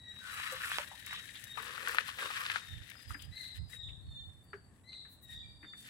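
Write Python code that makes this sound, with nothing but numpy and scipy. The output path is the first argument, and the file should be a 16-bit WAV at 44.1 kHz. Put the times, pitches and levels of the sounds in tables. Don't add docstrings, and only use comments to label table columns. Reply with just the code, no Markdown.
import sys
import numpy as np
from scipy import signal
from scipy.fft import rfft, irfft, next_fast_len
from scipy.io import wavfile

SR = 44100
rng = np.random.default_rng(int(sys.argv[2]) if len(sys.argv) > 2 else 0)


def unload_wav(signal):
    wavfile.write(
        sys.argv[1],
        SR,
        np.round(np.clip(np.atleast_2d(signal).T, -1, 1) * 32767).astype(np.int16),
    )


N = 260101
TIME = np.arange(N) / SR


def from_db(db):
    return 10 ** (np.asarray(db) / 20)


def rms_one(x):
    return x / np.sqrt(np.mean(x ** 2) + 1e-20)


def peak_one(x):
    return x / (np.abs(x).max() + 1e-20)


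def butter(order, hz, kind="low"):
    return signal.butter(order, hz, kind, fs=SR, output="sos")


def panned(x, pan_db):
    return x * from_db(np.array([[.5], [-.5]]) * pan_db)


def add(out, s, sound):
    at = int(round(s * SR))
    first, last = max(at, 0), min(at + sound.shape[-1], N)
    out[:, first:last] += sound[:, first - at:last - at]


def drift(rate, size=N):
    knots = rng.standard_normal(size // 8 + 4)
    wander = np.interp(np.arange(size) * rate / SR, np.arange(len(knots)), knots)
    return wander * np.sqrt(3 / 2)


def coloured(x, spectrum):
    hz, db = np.transpose(spectrum)
    size = next_fast_len(N)
    log_hz = np.log(np.maximum(np.fft.rfftfreq(size, 1 / SR), 1))
    outside = np.maximum(np.log(hz[0]) - log_hz, 0) + np.maximum(log_hz - np.log(hz[-1]), 0)
    gain = from_db(np.interp(log_hz, np.log(hz), db) - 30 * outside)
    return rms_one(irfft(rfft(x, size) * gain, size)[..., :N])


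def resonance(x, hz, t60):
    r = from_db(-60 / (max(t60, .001) * SR))
    top = np.array([1, 0, -1]) * (1 - r * r) / 2
    return signal.lfilter(top, [1, -2 * r * np.cos(2 * np.pi * hz / SR), r * r], x)


def pair(three, alike):
    alike = np.clip(alike, 0, 1)
    return np.sqrt(alike) * three[0] + np.sqrt(1 - alike) * three[1:]


def slips(per_s, spread_db, smooth):
    sizes = from_db(spread_db * np.minimum(rng.exponential(1, (3, N)), 4))
    clicks = sizes * rng.choice([-1, 1], (3, N)) * (rng.random((3, N)) < per_s / SR)
    return rms_one(clicks) + smooth * rng.standard_normal((3, N))


def contact(rattle, rattle_s, size=8192):
    force = rattle * rng.standard_normal((3, size)) * np.exp(-np.arange(size) / SR / rattle_s)
    force = pair(force, alike=0.15)
    force[:, 0] += 1
    return force


def stroke(s, hold_s, rise_s, fall_s):
    before_s, after_s = np.maximum(s - TIME, 0), np.maximum(TIME - s - hold_s, 0)
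    return from_db(-20 * (before_s / rise_s + after_s / fall_s))


def bump(s, length):
    return np.exp(-2 * np.minimum(((TIME - s) / length) ** 2, 20))


# time in seconds, delay at the right microphone in seconds.
PASSING_SIDE = [(1.2, -.00014), (1.55, .0002)]


def far_side(x):
    lag_s = np.interp(TIME, *np.transpose(PASSING_SIDE))
    return np.array([x[0], np.interp(TIME - lag_s, TIME, x[1])])


def thin_hiss(hz):
    band = butter(2, [hz / 1.07, hz * 1.07], "band")
    return rms_one(signal.sosfilt(band, rng.standard_normal((2, N))))


# frequency in Hz, level in dB.
SHIMMER = [(8050, -79), (10300, -84)]
SHIMMER_FLICKER_DB, SHIMMER_FLICKERS_PER_S = 1, 9.8


def shimmer():
    out = np.zeros((2, N))
    for hz, db in SHIMMER:
        out += thin_hiss(hz) * from_db(db + SHIMMER_FLICKER_DB * drift(SHIMMER_FLICKERS_PER_S))
    return out


# frequency in Hz, relative level in dB per Hz.
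FOREST_COLOUR = [(25, -5.5), (40, -10.5), (60, 6.5), (110, 7), (170, 1), (260, -2.5), (400, -12),
                 (750, -14.5), (1100, -17.5), (1600, -23), (2300, -30), (3200, -38.5)]
FOREST_DB = -62


def forest():
    noise = coloured(pair(rng.standard_normal((3, N)), alike=0.77), FOREST_COLOUR)
    return (from_db(FOREST_DB) * noise + shimmer()) * from_db(0.67 * drift(20))


# start in seconds, level in dB before the mix.
SONGS = [(3.312, -51), (4.835, -52.5)]
# start within the phrase in seconds, length in seconds, start pitch in Hz,
# end pitch in Hz, arch in Hz, level in dB against the song, rasp from 0 to 1, left minus right in dB,
# undertone in dB against the whistle.
PHRASE = [(0, .125, 3820, 3900, 300, -2.5, .1, 9, 0), (.04, .14, 4065, 3900, 40, 3.5, .65, 2.5, -22),
          (.39, .13, 3860, 3700, 0, -1, .06, 12, -9), (.49, .1, 3620, 3570, 0, -.5, .4, -6, -28),
          (.77, .165, 3660, 3540, 0, -1.5, .1, -2, -18.5)]
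# start in seconds, length in seconds, start pitch in Hz,
# level in dB before the mix, left minus right in dB.
WHISTLES = [(-.08, 0.25, 3893, -50.5, 4.5), (0.28, 0.27, 3948, -52, 0.5), (0.859, 0.066, 3810, -55, 4),
            (1.029, 0.14, 3823, -49.5, 7), (1.219, 0.11, 3780, -59, 0), (1.456, 0.079, 3797, -47.5, 4.5),
            (2.194, 0.13, 3767, -52.5, 5), (2.556, 0.22, 3710, -55, 6.5), (2.867, 0.38, 5024, -65.5, 13.5),
            (3.459, 0.39, 4990, -70.5, 6.5), (4.015, 0.22, 4305, -69, 5), (4.424, 0.18, 4570, -70.5, 7.5),
            (5.283, 0.12, 3798, -49, 2.5), (5.32, 0.59, 4684, -66.5, 5.5),
            (5.429, 0.038, 2393, -63.5, 19.5)]
SAG_HZ_PER_S, WHISTLE_RASP = 280, 0.086
WHISTLE_UNDERTONE_DB = -3.5


def notes():
    out = []
    for song_s, song_db in SONGS:
        for s, length, start_hz, end_hz, arch_hz, db, *rest in PHRASE:
            out.append((song_s + s, length, start_hz, end_hz, arch_hz, song_db + db, *rest))
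    for s, length, hz, db, pan_db in WHISTLES:
        end_hz = hz - SAG_HZ_PER_S * length
        out.append((s, length, hz, end_hz, 0, db, WHISTLE_RASP, pan_db, WHISTLE_UNDERTONE_DB))
    return out


# multiple of the fundamental, level in dB against the note's undertone setting.
VOICE = [(1, -4), (3, -26.5)]
OCTAVE_DB, PARTIAL_PAN_DB = -24.5, 3
PARTIAL_BREAK_DB = 3.5


def birds():
    out = np.zeros((2, N))
    for s, length, start_hz, end_hz, arch_hz, db, rasp, pan_db, undertone_db in notes():
        size = int(length * SR)
        along = np.clip(np.arange(size) / SR / length, 0, 1)
        hz = start_hz + (end_hz - start_hz) * along + arch_hz * np.sin(np.pi * along)
        hz = hz + 26 * drift(70, size) + 260 * rasp * drift(700, size)
        phase = 2 * np.pi * np.cumsum(hz) / SR
        swell = np.sqrt(2 * np.abs(np.sin(np.pi * along))) * from_db(db + 3.03 * drift(48, size))
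        note = panned(np.sin(phase), pan_db)
        if 3000 < start_hz < 4200:
            partials = from_db(OCTAVE_DB) * np.sin(2 * phase)
            for multiple, partial_db in VOICE:
                level_db = undertone_db + partial_db + PARTIAL_BREAK_DB * drift(72.8, size)
                partials = partials + from_db(level_db) * np.sin(phase * multiple / 2)
            note = note + panned(partials, pan_db + PARTIAL_PAN_DB)
        add(out, s, swell * note)
    return out


FOREST_T60_S = 0.6


def among_trees(x):
    age = np.arange(SR) / SR
    fade = from_db(-60 * age / FOREST_T60_S) * (1 - np.exp(-age / 0.017))
    tail = rng.standard_normal((2, SR)) * fade
    tail /= np.sqrt(np.sum(tail ** 2, axis=1, keepdims=True))
    return signal.fftconvolve(x, tail, axes=1)[:, :N]


# time of full contact in seconds, hold in seconds, rise in seconds,
# trail in seconds, rub at the left in dB, edge against the rub in dB, crinkle in dB,
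# low rasp in dB before a 2 dB lift, left minus right in dB.
BRANCHES = [(0.33, 0.2, 0.21, 0.3, -41, -1, -55, -73.5, 6),
            (0.622, 0.18, 0.15, 0.53, -42.5, 1.5, -53, -71, 3),
            (1.074, 0.12, 0.052, 0.34, -49, 2, -63.5, -74.5, 3.5),
            (1.195, 0.33, .1, 0.16, -52.5, 1, -63.5, -87.5, 21),
            (1.576, 0.43, 0.03, 1, -44.5, 0.5, -60, -60, 9.5),
            (1.869, 0.085, 0.059, 1, -44, 4.5, -59.5, -56.5, 4.5),
            (2.081, 0.0054, 0.029, 0.054, -40, -5, -54.5, -74, 3),
            (2.193, 0.07, 0.034, 0.65, -45, 4.5, -56.5, -52.5, 3.5),
            (2.348, 0.22, 0.26, 0.35, -41.5, 2.5, -57.5, -65.5, 4.5)]
# time of peak in seconds, half-width in seconds, rub at the left in dB, crinkle in dB,
# left minus right in dB.
SOFT_SWELLS = [(2.888, 0.078, -49.5, -66.5, 19), (3.019, 0.066, -50, -63.5, 22),
               (3.114, 0.05, -49, -58.5, 19), (3.214, 0.069, -70, -63.5, 28),
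               (3.432, 0.12, -54.5, -62.5, 23), (3.565, 0.028, -50.5, -61.5, 17),
               (3.735, 0.05, -52, -56.5, 21), (5.321, 0.064, -60, -62, 5.5), (5.812, 0.054, -66, -59.5, 5),
               (5.888, 0.067, -50.5, -61, 2.5)]
IDLE_RUB_DB, IDLE_CRINKLE_DB, IDLE_PAN_DB = -73, -82, 19
SLIP_OFF_S = 0.064
TRAIL_DB, TRAIL_PAN_DB = -2.5, 13
FLUTTER_DB, FLUTTERS_PER_S = 1.4, 70
CRINKLE_PAN_SHARE = 0.22


def friction_levels():
    flutter = from_db(FLUTTER_DB * drift(FLUTTERS_PER_S))
    touches = [(np.ones(N), IDLE_RUB_DB, 0, IDLE_CRINKLE_DB, IDLE_PAN_DB)]
    for s, length, rub_db, crinkle_db, pan_db in SOFT_SWELLS:
        touches.append((bump(s, length) * flutter, rub_db, 0, crinkle_db, pan_db))
    body, edge, crinkle, rasp = np.full((4, 2, N), 1e-18)
    for s, hold_s, rise_s, trail_s, rub_db, edge_db, crinkle_db, rasp_db, pan_db in BRANCHES:
        grip = stroke(s, hold_s, rise_s, SLIP_OFF_S)
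        trail = from_db(TRAIL_DB) * flutter * stroke(s, hold_s, rise_s, trail_s)
        touches.append((grip, rub_db, edge_db, crinkle_db, pan_db))
        touches.append((trail, rub_db, edge_db, crinkle_db, pan_db + TRAIL_PAN_DB))
        rasp += panned(from_db(rasp_db) * grip, pan_db) ** 2
    for gain, rub_db, edge_db, crinkle_db, pan_db in touches:
        rub = from_db([[rub_db], [rub_db - pan_db]]) * gain
        body += rub ** 2
        edge += (from_db(edge_db) * rub) ** 2
        crinkle += panned(from_db(crinkle_db) * gain, CRINKLE_PAN_SHARE * pan_db) ** 2
    return 10 * np.log10([body, edge, crinkle, rasp])


PATCHY_DB, PATCHES_PER_S = 2.5, 24
RUB_PAN_DB_PER_OCTAVE = -4


def patchy(x, count=6):
    out, rest = 0, x
    for hz in np.geomspace(1250, 4500, count):
        band = signal.sosfiltfilt(butter(4, hz), rest)
        rest = rest - band
        placed = panned(band, RUB_PAN_DB_PER_OCTAVE * np.log2(hz / 2000))
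        out = out + placed * from_db(PATCHY_DB * drift(PATCHES_PER_S))
    return rms_one(out + rest)


# frequency in Hz, relative level in dB per Hz.
RUB_COLOUR = [(700, -29.5), (950, -15.5), (1100, -2.5), (1400, -1.5), (1780, 0.5), (2100, -5.5), (2600, -2),
              (3600, -7.5), (4600, -12.5), (6500, -21)]
LIGHT_RUB_COLOUR = [(800, -42.5), (1300, -6), (1800, 15), (2200, 3.5), (2700, 5.5), (3700, 7), (4600, -3),
                    (6500, -8)]
RUB_EDGE_HZ = 2300


def rubbing(body_db, edge_db):
    fine = slips(per_s=900, spread_db=2.0, smooth=0.35)
    catches = slips(per_s=110, spread_db=2.0, smooth=0)
    pressure = from_db(2.0 * drift(170) + .8 * drift(30))
    friction = pair(fine + 0.46 * catches, alike=0.47) * pressure
    firm = np.clip((body_db[0] + 48.5) / 9, 0, 1)
    full = coloured(friction, RUB_COLOUR)
    light = coloured(friction[:, ::-1], LIGHT_RUB_COLOUR)
    sound = patchy(np.sqrt(firm) * full + np.sqrt(1 - firm) * light)
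    body = signal.sosfiltfilt(butter(2, RUB_EDGE_HZ), sound)
    return far_side(body * from_db(body_db) + (sound - body) * from_db(edge_db))


SNAPS_PER_S, SNAP_DB, SNAP_CYCLES = 78, -13.5, 11
SNAP_LOW_HZ, SNAP_HIGH_HZ = 1180, 3860


def snaps(rub_db, count=8):
    out = np.zeros((2, N))
    for hz in np.geomspace(SNAP_LOW_HZ, SNAP_HIGH_HZ, count):
        sizes = from_db(3 * np.clip(rng.standard_normal((2, N)), -2, 2))
        clicks = sizes * (rng.random(N) < SNAPS_PER_S / count / SR) + 1e-18
        out += rms_one(resonance(clicks, hz, SNAP_CYCLES / hz))
    out = signal.sosfilt(butter(2, [900, 4500], "band"), out)
    return far_side(rms_one(out) * from_db(rub_db + SNAP_DB))


# frequency in Hz, relative level in dB per Hz.
CRINKLE_COLOUR = [(2000, 2.5), (4000, 0), (6500, 2), (8000, 10.5), (9100, 4.5), (10300, 9.5), (11700, -1),
                  (14000, -1.5), (16000, -9.5)]
RASP_COLOUR = [(200, -28.5), (330, -1), (420, 4.5), (510, 10.5), (680, -8.5), (850, -0.5), (1200, 9),
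               (2000, -35)]
SKIM_CRISPNESS = 0.59


def foliage(crinkle_db, rub_db, rasp_db):
    grains = pair(slips(per_s=1500, spread_db=3.5, smooth=0.6), alike=0.016)
    grains = grains * from_db(1.32 * drift(120) + 0.5 * drift(30))
    crinkle = coloured(grains, CRINKLE_COLOUR)
    top = signal.sosfiltfilt(butter(4, 11000, "high"), crinkle)
    crisp_db = np.clip(0.077 * (crinkle_db + 55.0), -8, 1) + 2.0 * drift(32)
    crisp_db = crisp_db + SKIM_CRISPNESS * np.maximum(crinkle_db[0] - rub_db[0], 0)
    crisp_top = panned(top * from_db(crisp_db), pan_db=15.0)
    crinkle = from_db(crinkle_db) * (crinkle - top + crisp_top)
    drag = pair(slips(per_s=500, spread_db=3.0, smooth=0.5), alike=0.67)
    drag = drag * from_db(2.2 * drift(60))
    return crinkle + from_db(rasp_db + 2) * coloured(drag, RASP_COLOUR)


# start in seconds, length in seconds, start pitch in Hz,
# end pitch in Hz, level in dB, left minus right in dB.
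SCRAPES = [(0.204, 0.13, 1550, 1380, -53, 7), (0.312, 0.097, 1370, 1154, -51, 1),
           (0.598, 0.13, 1480, 1280, -48.5, 6), (0.635, 0.018, 1770, 1770, -38.5, 3.5),
           (0.719, 0.06, 3170, 3880, -46, 1), (1.102, 0.052, 2050, 890, -49, -3),
           (2.188, .075, 1830, 1400, -46.5, 4.5), (2.378, 0.084, 1060, 1260, -52.5, 13)]
SCRAPE_CYCLES, SCRAPE_SLIPS_PER_S = 43, 790


def scrapes():
    out = np.zeros((2, N))
    for s, length, start_hz, end_hz, db, pan_db in SCRAPES:
        size = int(length * SR)
        along = np.arange(size) / size
        hz = start_hz + (end_hz - start_hz) * along
        turn = np.exp(2j * np.pi * np.cumsum(hz) / SR)
        plucks = (rng.random((3, size)) < SCRAPE_SLIPS_PER_S / SR) + 0.047
        force = pair(plucks * rng.standard_normal((3, size)), alike=0.27)
        r = from_db(-60 * start_hz / (SCRAPE_CYCLES * SR))
        stem = (turn * signal.lfilter([1], [1, -r], force / turn)).imag
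        stem = signal.sosfilt(butter(2, min(start_hz, end_hz), "high"), stem)
        swell = np.sqrt(np.sin(np.pi * along))
        add(out, s, panned(from_db(db) * rms_one(stem * swell), pan_db))
    return far_side(out)


# time in seconds, knock peak in dB before panning, pitch in Hz,
# scrape decay in seconds, left minus right in dB.
TWIGS = [(0.399, -35, 1180, 0.0051, -5), (0.7, -32, 1580, .002, 1), (.717, -20.5, 1520, 0.005, 3),
         (0.7872, -30, 2100, 0.004, 9), (0.915, -40, 900, 0.022, 3), (1.068, -36, 2020, 0.0077, 12),
         (1.11, -32, 2190, 0.0042, 1), (1.129, -29, 1680, 0.0064, 11), (1.353, -36, 3520, 0.021, 2),
         (1.574, -36.5, 1150, 0.016, 18), (1.779, -31.5, 1470, 0.0096, 12), (1.874, -21, 1550, 0.0092, 9),
         (1.895, -28, 1500, 0.0034, 11), (1.947, -25, 1320, 0.0026, 8), (1.9847, -9.5, 1680, 0.0051, 8.5),
         (2.09, -33, 1330, 0.0032, 9.5), (2.186, -26.5, 1740, 0.017, 8.5),
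         (2.303, -30.5, 1100, 0.0098, 7.5), (2.4604, -35, 1200, 0.0038, 3),
         (2.5, -23.5, 1730, 0.0074, 16.5), (2.559, -24, 1490, 0.0089, 16.5),
         (2.918, -40, 2000, 0.0055, 14.5), (2.954, -46, 1480, 0.0087, 11), (3.194, -47, 3300, 0.017, 19),
         (3.219, -46, 3200, 0.025, 23), (3.888, -49.5, 2822, 0.018, 20), (4.931, -45.5, 2600, 0.0079, 15)]
BRIGHT = butter(2, 4500, "high")


def twigs():
    out = np.zeros((2, N))
    dull = np.vstack([butter(2, [600, 4200], "band"), butter(4, 4600)])
    for s, peak_db, hz, scrape_s, pan_db in TWIGS:
        force = contact(rattle=8.8 * scrape_s, rattle_s=scrape_s)
        knock = peak_one(signal.sosfilt(dull, resonance(force, hz, t60=9 / hz)))
        crack = from_db(-22) * signal.sosfilt(BRIGHT, force)
        add(out, s, panned(from_db(peak_db) * (knock + crack), pan_db))
    return far_side(out)


# time in seconds, clack peak in dB before panning, clack pitch in Hz,
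# hollow level in dB, hollow pitch in Hz, left minus right of the clack in dB.
STEPS = [(0.517, -53, 1500, -45.5, 520, -5), (.787, -38, 915, -48.5, 585, -16),
         (2.221, -32, 1580, -63, 471, -2), (3.104, -35.5, 1350, -73, 400, 4.5),
         (3.144, -34, 1740, -57, 293.5, 7.5), (3.73, -38.5, 1980, -75, 476, 4.5),
         (4.531, -33, 1570, -49, 406, 5), (5.051, -49.5, 1650, -81, 390, -3),
         (5.629, -44.5, 1860, -59.5, 307, 5), (5.644, -42.5, 1810, -72, 464, 3),
         (5.734, -41, 1860, -79, 396, 7)]
SLAT_LOW_MODE, SLAT_LOW_LEVEL = 0.78, 0.23
POLE_OVERTONE, POLE_OVERTONE_LEVEL = 1.75, 0.05


def steps():
    out = np.zeros((2, N))
    sole = np.vstack([butter(2, [850, 2700], "band"), butter(2, 3400)])
    for s, clack_db, clack_hz, hollow_db, hollow_hz, pan_db in STEPS:
        force = contact(rattle=0.63, rattle_s=0.0069) + contact(rattle=0.21, rattle_s=0.021)
        age = np.arange(force.shape[1]) / SR
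        force = force * (1 - 0.22 * np.exp(-age / 0.0021))
        slat = resonance(force, clack_hz, t60=0.0076)
        slat = slat + SLAT_LOW_LEVEL * resonance(force, SLAT_LOW_MODE * clack_hz, t60=0.043)
        clack = peak_one(signal.sosfilt(sole, slat))
        noise, overtone_noise = rng.standard_normal((2, len(age)))
        pole = np.sin(2 * np.pi * hollow_hz * age)
        pole = pole + 0.54 * rms_one(resonance(noise, 0.98 * hollow_hz, t60=0.082))
        overtone = rms_one(resonance(overtone_noise, POLE_OVERTONE * hollow_hz, t60=0.0039))
        pole = pole + POLE_OVERTONE_LEVEL * overtone
        hollow = peak_one(age ** 2 * np.exp(-age / 0.0072)) * pole
        add(out, s, panned(from_db(clack_db) * clack, pan_db) + from_db(hollow_db) * hollow)
    return out


# time in seconds, peak in dB before a 6.5 dB lift and panning.
LEAF_TICKS = [(0.523, -35.5), (1.063, -37.5), (1.1326, -39.5), (1.44, -38), (1.884, -31.5), (1.946, -38.5),
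              (2.8994, -43), (3.2221, -41.5)]


def leaf_ticks():
    out = np.zeros((2, N))
    for s, peak_db in LEAF_TICKS:
        tick = peak_one(signal.sosfilt(BRIGHT, contact(rattle=0.58, rattle_s=0.004)))
        add(out, s, panned(from_db(peak_db + 6.5) * tick, pan_db=4.0))
    return far_side(out)


# time in seconds, peak in dB before panning, left minus right in dB.
CRACKS = [(0.785, -15.5, -6.5), (2.5589, -36, 2)]


def cracks():
    out = np.zeros((2, N))
    wood = butter(2, [600, 3200], "band")
    for s, peak_db, pan_db in CRACKS:
        pulse = peak_one(signal.sosfilt(wood, contact(rattle=0.013, rattle_s=0.0048)))
        add(out, s, panned(from_db(peak_db) * pulse, pan_db))
    return far_side(out)


# time of peak in seconds, half-width in seconds, level in dB,
# left minus right in dB.
PUFFS = [(2.758, 0.078, -51.5, -20), (3.112, 0.059, -51, -24.5), (3.285, 0.082, -57.5, -28),
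         (3.618, 0.071, -43.5, -14.5), (3.912, 0.19, -54.5, 19), (4.095, 0.064, -44.5, -1.5),
         (4.252, 0.18, -54, -11), (5.42, 0.2, -59.5, -18.5)]
# frequency in Hz, relative level in dB per Hz.
PUFF_COLOUR = [(25, -32), (42, -12), (58, -3.5), (85, 2.5), (120, -4.5), (170, -17.5), (260, -32.5),
               (500, -68)]


def puffs():
    power = np.zeros((2, N))
    for s, length, db, pan_db in PUFFS:
        power += panned(from_db(db) * bump(s, length), pan_db) ** 2
    return np.sqrt(power) * coloured(rng.standard_normal((2, N)), PUFF_COLOUR)


# time of peak in seconds, half-width in seconds,
# level in dB before panning.
SKIMS = [(4.445, 0.013, -71), (5.128, 0.045, -64), (5.238, 0.025, -61)]
SKIM_HZ = 9400


def skims():
    hiss = rms_one(signal.sosfilt(butter(3, SKIM_HZ, "high"), rng.standard_normal((2, N))))
    swells = sum(from_db(db) * bump(s, length) for s, length, db in SKIMS)
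    return panned(hiss * swells, TRAIL_PAN_DB)


ECHO_LOW_HZ = 2790


def scene():
    song = birds()
    knocks = twigs() + steps() + leaf_ticks() + cracks()
    carried = signal.sosfilt(butter(2, ECHO_LOW_HZ, "high"), song)
    echoes = among_trees(from_db(-1.0) * carried + from_db(-18.0) * knocks)
    rub_db, edge_db, crinkle_db, rasp_db = friction_levels()
    brushing = rubbing(rub_db, edge_db) + snaps(rub_db) + scrapes()
    brushing = brushing + foliage(crinkle_db, rub_db, rasp_db) + skims()
    return forest() + brushing + knocks + puffs() + from_db(-5.5) * song + echoes


CUTOFF_HZ = 16000


def record(dry):
    return signal.sosfilt(signal.ellip(10, .3, 70, CUTOFF_HZ, fs=SR, output="sos"), dry)


dry = scene()
out = record(dry)
unload_wav(out)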